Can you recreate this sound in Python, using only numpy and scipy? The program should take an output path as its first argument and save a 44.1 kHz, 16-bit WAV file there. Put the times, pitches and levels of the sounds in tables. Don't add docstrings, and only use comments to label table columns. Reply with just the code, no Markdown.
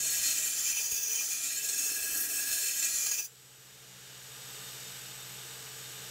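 import sys
import numpy as np
from scipy import signal
from scipy.fft import rfft, irfft
from scipy.io import wavfile
from scipy.ndimage import uniform_filter1d

SR = 44100
rng = np.random.default_rng(int(sys.argv[2]) if len(sys.argv) > 2 else 0)


def makeup_ratio(level_db):
    decades = np.asarray(level_db, float) / 20
    return 10 ** decades


def put_to_file(sound):
    columns = np.atleast_2d(sound).T
    safe = np.clip(columns, -1, 1)
    whole_steps = np.round(safe * 32767)
    wavfile.write(sys.argv[1], SR, whole_steps.astype(np.int16))


N = 269010
TIME = np.arange(N) / SR
LIFT_S = 3.253
GRIND_LENGTH = int(3.5 * SR)
TOP_HZ = 15740

BLADE_LOW_HZ = [290, 431, 646, 1350, 1652, 1910, 2423, 2630, 3076, 3466, 4260, 4800, 5220, 5620, 5991]
BLADE_HIGH_HZ = [6440, 6618, 7150, 7298, 7952, 8760, 9210, 9770, 10600, 10900, 11550, 12600, 13710, 14830,
                 15250]
# (width [Hz], level [dB], bend along blade [rad], bend phase
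BLADE = [(76.6, -29.5, 0.84, 0.45, 1.97), (47.5, -27, 1.91, 0.57, 1.25), (31.6, -34, 2.54, 2.3, 0.7),
         (38.6, -32.5, 5.26, 0.13, 2.1), (30, -12, 1.11, 0.8, 1.57), (38, -25.5, 4.7, 0.74, 0.73),
         (32.4, -17.5, 2.46, 1.79, 2), (40.6, -15, 2.42, 3.06, 0.8), (54, -21, 4.1, 0.91, 0.3),
         (52, -26.5, 5.4, 2.1, 0.19), (42, -18, 2.65, 2.1, 1.5), (86.5, -5.5, 0.75, 1.573, 3.16),
         (56, -18.5, 7.4, 0.79, 0.72), (60, -19.5, 2.4, 2.5, 2), (50.7, -2.5, 1.74, 0.99, 2.47),
         (80, -27, 3.1, 0.94, 3.4), (84, -7.5, 7.07, 0.82, 0.58), (70, -13, 4.4, 0.4, 2.3),
              (81, -10, 2.26, 2.11, 2.1), (97, -13, 1.78, 2.85, 1.5), (101, -13, 1.26, 3, 2.6),
              (67, -37, 5.2, 0.99, 3.4), (120, -21, 8.1, 0.7, 0.64), (82, -16.5, 0.81, 0.65, 2.1),
              (90, -23, 3, 0.14, 1.3), (140, -20.5, 2.6, 2.3, 1.3), (300, -12.5, 0.58, 0.35, 2.9),
              (140, -17, 4.3, 2, 0.78), (120, -14, 1.1, 1, 2.3), (200, 1.5, 1.1, 1.16, 2.6)]
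# (frequency [Hz], width [Hz], level [dB], bend [rad], phase [rad], node depth [-])
HOLDER = [(809, 56, -38.5, 3.0, 0.66, 1.8), (3800, 29, -38, 2.2, 1.85, 0.88),
          (8870, 100, -18, 2.3, 2.6, 0.95)]
# (band start [Hz], level [dB], bend [rad], phase [rad], node depth [-])
SCRATCH = [(150, -25, 0.42, 1.05, 1.2), (533, -30, 2.8, 1.9, 0.043), (1213, -22.5, 5, 0.23, 0.54),
           (2093, -21, 1.3, 1.7, 0.29), (3215, -14.5, 3.4, 1.5, 1.33), (4200, -15.5, 3.2, 1.5, 0.57),
           (5450, -7, 0.71, 2.25, 0.36), (6900, -17, 3.4, 0.48, 0.65), (7600, -14, 8.5, 2.3, 0.57),
           (9000, -9, 2.65, 1.23, 0.56), (10300, -10.5, 3.2, 0.84, 0.33), (11960, -19, 2.4, 1.7, 0.59),
           (13500, -13, 0.5, 1.8, 0.44), (14500, -9.5, 0.53, 0.57, 0.76)]
# (time [s], place along blade [0-1])
SLIDE = [
    (0.0, 0.4),
    (0.45, 0.52),
    (0.75, 0.76),
    (1.0, 0.85),
    (1.3, 0.71),
    (1.7, 0.27),
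    (2.2, 0.08),
    (2.8, 0.44),
    (3.25, 0.89),
]
# (time [s], level [dB])
PRESSURE = [
    (0.0, -33),
    (0.35, -31),
    (0.85, -33.5),
    (1.2, -33.5),
    (1.7, -34),
    (2.06, -31.5),
    (2.23, -33.5),
    (2.5, -31),
    (3.1, -33.5),
]
# (time [s], peak [dB], extra brightness [dB])
BITES = [(0.102, -12.5, 9), (0.325, -17, 5), (0.654, -9, -5), (0.766, -17, -5), (0.913, -10.5, 3),
         (1.208, -13, -11), (1.641, -11, 7), (1.687, -2, -15), (1.778, -13, 10), (2.173, -15, 14),
         (2.207, -20, 22), (2.526, -8, 3), (2.658, -11, -8), (2.823, 0, -8), (3.061, -0.5, -5),
         (3.112, 1, -4), (3.181, -6, -5)]
# (time of clamping [s], extra ring [dB], slackening [s])
SLACK = [
    (0.36, 3, 0.26),
    (0.79, 10.5, 0.2),
    (1.2, 6.5, 0.23),
    (1.7, -0.5, 0.07),
    (2.11, 7.5, 0.097),
    (2.54, -0.5, .1),
    (2.7, 2, 0.15),
    (2.85, -1.5, 0.061),
    (3.2, 4, .12),
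]
# (time [s], peak [dB])
THUMPS = [(0.029, -67), (0.114, -64), (0.189, -52), (0.249, -53), (0.309, -59), (0.599, -57), (0.669, -60),
          (0.729, -56), (0.921, -48), (1.109, -64), (2.011, -53), (2.119, -52), (2.179, -53), (2.279, -60),
          (2.501, -53), (2.529, -52), (2.936, -53), (3.114, -63), (3.189, -59)]
# (time [s], peak [dB], frequency [Hz], decay [s])
KNOCKS = [
    (0.769, -44, 860, 0.003),
    (0.9214, -43, 150, 0.0044),
    (1.211, -43, 1220, 0.0033),
    (1.918, -44, 406, 0.0031),
    (3.115, -37, 1090, 0.00095),
]
# (frequency [Hz], level [dB per Hz])
BELT = [(40, -35), (90, -17), (200, -17), (450, -13), (1100, -17.5), (2200, -13), (3700, -10.5),
        (6500, -11.5), (8600, -12), (9000, -16.5), (10000, -20.5), (11800, -14), (12500, -17), (15700, -24)]
# (frequency [Hz], width [Hz], level [dB])
FRAME = [(447.4, 28, -3.5), (832, 56, -10.5), (1218, 22, -5), (1570, 400, -8.5), (2940, 350, -8),
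         (3680, 25, -4), (5720, 190, -10), (6950, 330, -7)]
# (frequency [Hz], level [dB])
HUM = [(50, -33), (63.9, -30), (78, -33), (114, -28), (127.7, -11), (141.8, -20)]
# (frequency [Hz], level [dB])
WHINE = [(7895, -63), (7916, -68), (7958, -68), (8001, -60), (8043, -63), (8064, -69), (8086, -70),
         (8107, -71), (8150, -71), (8236, -71),
         (3638, -69), (11811, -78), (11937, -61), (11978, -74), (12021, -74), (12065, -65),
               (12193, -76)]
# (time [s], length [s], bearing loss [dB], whine loss [dB])
HANDS = [
    (3.45, 0.65, 22, -1.5),
    (3.95, 0.76, 4, 7),
    (4.28, .3, 5, 1),
    (5.72, 0.4, 14, 0.5),
]
# (frequency [Hz], level [dB], time to fall 60 dB [s])
FREE_RING = [(6002, -60, 0.1), (7300, -51, 0.33), (8840, -50, 0.1), (9770, -57, .2), (10800, -57, .19),
             (11690, -52, 0.2), (14590, -56, .2)]
# (time [s], low edge [Hz], high edge [Hz])
SPLITS = [(1.32, 6900, 9000), (2.665, 6560, 8300), (2.664, 9600, 11200), (2.805, 6500, 7600),
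          (2.804, 10300, 11900), (2.897, 12800, 14500), (3.686, 4220, 5700), (3.686, 9600, 11800),
          (3.826, 9600, 11000), (3.895, 9000, 11000), (4.707, 4260, 5060), (4.707, 14500, 15700),
          (4.87, 5300, 6200), (4.87, 9600, 11000), (4.87, 14500, 15700), (5.079, 4700, 5700),
          (5.288, 12500, 13800)]

GRIT_DB = 1.6
CROWD_HZ, CROWD_DB = 130, 4
GRIPPED_DB, CLAMP_S, SQUEEZE_DB = -15.5, 0.02, 1.5
EASE_S, EASE_DB_PER_S, EASE_LENGTH_S = 3.2, 298, 0.019
THUMP_HZ = 45.6
SUPPLY_HZ, LAP_HZ, LAP_TONE_HZ = 42.7, 4.3, 186.3
BEARING_DB = -14
IDLE_DB, DUCK_DB, DUCK_AT_START_DB, DUCK_S = -46, 12.5, 3.5, 0.3
HOLD_S, RECOVER_DB_PER_S, BASS_LEAD_DB = 0.037, 10, 3.5


def unit(x):
    return x / np.sqrt(np.mean(x ** 2))


def curve(table):
    s, *columns = np.transpose(table)
    return [np.interp(TIME, s, column) for column in columns]


def colour(x, table):
    hz, db = np.transpose(table)
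    bins = np.arange(N // 2 + 1) * SR / N + 1
    return irfft(rfft(x) * makeup_ratio(np.interp(np.log(bins), np.log(hz), db)), N)


def ring(x, hz, width):
    b, a = signal.iirpeak(hz, hz / width, fs=SR)
    return signal.lfilter(b, a, x) * np.sqrt(SR / (np.pi * width))


def band_pass(x, order, low_hz, high_hz):
    return signal.sosfilt(signal.butter(order, (low_hz, high_hz), "band", fs=SR, output="sos"), x)


def walk(rate, size=N):
    k = int(SR / rate)
    steps = np.repeat(rng.standard_normal(size // k + 1), k)
    smooth = uniform_filter1d(uniform_filter1d(steps, k), k)
    return unit(smooth[:size])


def reach(place, bend, phase, depth):
    return (np.cos(bend * place + phase) ** 2 + 0.094) ** (depth / 2)


def bites():
    dull, bright = np.ones(N), np.ones(N)
    for s, peak_db, bright_db in BITES:
        rise = np.clip((TIME - s) * SR / 40, 0, 1)
        fall = np.exp(-np.clip(TIME - s, 0, 1) / 0.012)
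        surge = makeup_ratio(peak_db + 2) * fall * rise
        dull += surge
        bright += surge * makeup_ratio(bright_db)
    return dull, bright


def slack():
    t, db = TIME[:GRIND_LENGTH], 0
    for s, ring_db, rise in SLACK:
        after = np.clip(t - s, 0, 9)
        db = db + ring_db * np.clip(1 + (t - s) / rise, 0, 1) * np.exp(-after / CLAMP_S)
        db = db - SQUEEZE_DB * after / 0.1 * np.exp(1 - after / 0.07) * ring_db / 10
    return db


def crowd(grains, place, count):
    n, out = len(grains), 0
    spacing = int(CROWD_HZ * n / SR)
    for zone in range(count):
        ripple = uniform_filter1d(np.repeat(rng.standard_normal(200), spacing), spacing)
        spectrum = rfft(grains * rng.standard_normal(n))
        comb = irfft(spectrum * makeup_ratio(CROWD_DB * ripple[:n // 2 + 1]), n)
        nearness = np.clip(1 - np.abs(place * (count - 1) - zone), 0, 1)
        out = out + unit(comb) * np.sqrt(nearness)
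    return out


def blade():
    n = GRIND_LENGTH
    t = TIME[:n]
    pressure_db, place = (curve(table)[0][:n] for table in (PRESSURE, SLIDE))
    level_db = pressure_db - EASE_DB_PER_S * np.clip(t - EASE_S, 0, EASE_LENGTH_S)
    loose_db = level_db + GRIPPED_DB + slack()
    dull, bright = (surge[:n] for surge in bites())
    touching = np.exp(-np.clip(t - LIFT_S, 0, 1) / 0.011)
    wobble = touching * makeup_ratio(0.2 * walk(10, size=n) + 1.1 * walk(45, size=n))
    dull_low = dull * np.exp(-np.clip(t - LIFT_S + 0.036, 0, 1) / 0.057)
    grains = makeup_ratio(GRIT_DB * np.minimum(rng.exponential(size=n), 4))

    pitches = BLADE_LOW_HZ + BLADE_HIGH_HZ
    modes = [(hz, *row) for hz, row in zip(pitches, BLADE)] + HOLDER
    out = np.zeros(n)
    for hz, width, db, *shape in modes:
        drive_db = loose_db + 13.5 if 2300 < hz < 3200 else level_db
        surge = bright if hz > 9500 else dull if hz > 4500 else dull_low
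        force = wobble * makeup_ratio(drive_db + 1.44 * walk(9.49, size=n)) * surge
        grit = unit(grains * rng.standard_normal(n))
        ring_width = width * (1.9 if 4500 < hz < 5700 else 0.75)
        out += makeup_ratio(db + 2) * ring(grit * force * reach(place, *shape), hz, ring_width)

    hiss = crowd(grains, place, count=6)
    edges = [row[0] for row in SCRATCH] + [1.02 * TOP_HZ]
    for low_hz, high_hz, (_, db, *shape) in zip(edges, edges[1:], SCRATCH):
        grit = np.roll(hiss, int(low_hz) // 40)
        band = unit(band_pass(grit, 3, low_hz, high_hz))
        flicker_db = 0.93 * walk(11, size=n) - 3
        surge = bright if low_hz > 8500 else dull if low_hz > 4000 else dull_low
        force = wobble * makeup_ratio(level_db + flicker_db) * surge
        out += makeup_ratio(db) * band * force * reach(place, *shape)
    return np.pad(out, (0, N - n))


def shade(index):
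    loss_db = 0
    for row in HANDS:
        passing = np.clip((TIME - row[0]) / row[1], -0.5, 0.5)
        loss_db = loss_db + row[index] * np.cos(passing * np.pi) ** 2
    return -loss_db


def machine():
    hiss = unit(colour(rng.standard_normal(N), BELT))
    supply = 2 * np.pi * SUPPLY_HZ * TIME
    flutter = makeup_ratio(0.5 * np.sin(supply) + 0.66 * np.sin(3 * supply) + 0.36 * walk(5.72))
    frame, hum, whine = np.zeros(N), np.zeros(N), np.zeros(N)
    for hz, width, db in FRAME:
        rattle = ring(rng.standard_normal(N), hz, width)
        frame += makeup_ratio(db + 0.26 * walk(4.5)) * np.sqrt(width) * rattle
    for hz, db in HUM:
        turns = hz * TIME + 0.032 * walk(3.3) + rng.random()
        hum += makeup_ratio(db + 1.5 + 0.75 * walk(4.97)) * np.sin(2 * np.pi * turns)
    for hz, db in WHINE:
        turns = hz * TIME + 0.04 * walk(8) + rng.random()
        whine += makeup_ratio(db + 50 + walk(6)) * np.sin(2 * np.pi * turns)
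    throb_db = -21 + 4 * np.sin(2 * np.pi * (LAP_HZ * TIME + 0.32)) + 2.4 * walk(4.95)
    lap = makeup_ratio(throb_db) * np.sin(2 * np.pi * LAP_TONE_HZ * TIME)
    return makeup_ratio(-1.2) * hiss * flutter + makeup_ratio(-5) * unit(frame) + hum + lap + whine * makeup_ratio(shade(index=3))


def gain_control():
    duck_db = DUCK_DB - (DUCK_DB - DUCK_AT_START_DB) * np.exp(-TIME / DUCK_S)
    released_db = RECOVER_DB_PER_S * np.clip(TIME - LIFT_S - HOLD_S, 0, 9)
    return IDLE_DB - np.maximum(duck_db - released_db, 0)


def thumps():
    out, t = np.zeros(N + SR), np.arange(SR // 8) / SR
    for s, peak_db in THUMPS:
        swing = np.sin(2 * np.pi * THUMP_HZ * t) * np.exp(-t / 0.0088)
        out[int(s * SR):][:len(t)] += makeup_ratio(peak_db + 5.5) * swing
    for s, peak_db, hz, decay in KNOCKS:
        knock = np.sin(2 * np.pi * hz * t) * np.exp(-t / decay)
        out[int(s * SR):][:len(t)] -= makeup_ratio(peak_db) * knock
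    return signal.sosfilt(signal.butter(2, 28, "high", fs=SR, output="sos"), out[:N])


def ring_out():
    after = np.clip(TIME - LIFT_S, -0.01, 1)
    swell = np.clip(1 + after / 0.01, 0, 1)
    out = np.zeros(N)
    for hz, db, t60 in FREE_RING:
        tone = np.sin(2 * np.pi * (hz * after + rng.random()))
        out += makeup_ratio(db - 60 * np.maximum(after, 0) / t60) * swell * tone
    return out


def bearing():
    lifted = TIME > LIFT_S
    return lifted * makeup_ratio(BEARING_DB + shade(index=2)) * ring(rng.standard_normal(N), 3640, 20)


def scene():
    gain_db = gain_control()
    grinding = blade() + thumps()
    idle = machine() + bearing()
    bass = signal.sosfilt(signal.butter(2, 700, fs=SR, output="sos"), idle)
    still_ducked = np.clip((IDLE_DB - gain_db) / DUCK_DB, 0, 1)
    lead = (TIME > LIFT_S + 0.06) * (makeup_ratio(BASS_LEAD_DB * still_ducked) - 1)
    mono = grinding + (idle + lead * bass) * makeup_ratio(gain_db) + ring_out()
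    return np.array([mono, mono])


def top_cut(x):
    return signal.sosfilt(signal.butter(12, 16440, fs=SR, output="sos"), x)


def record(dry):
    side = np.zeros(N)
    earlier = np.roll(dry[0], SR // 12)
    for s, low_hz, high_hz in SPLITS:
        band = band_pass(earlier, 6, low_hz, high_hz)
        bump = np.cos(np.clip((TIME - s) / 0.046, -0.5, 0.5) * np.pi)
        window = np.clip(1.7 * bump, 0, 1) ** 2
        side += makeup_ratio(-5) * band * window
    treble_cut = signal.ellip(16, 0.3, 60, TOP_HZ, fs=SR, output="sos")
    mix = signal.sosfilt(treble_cut, dry + np.array([side, -side]))
    return top_cut(mix)


dry = scene()
out = record(dry)
put_to_file(out)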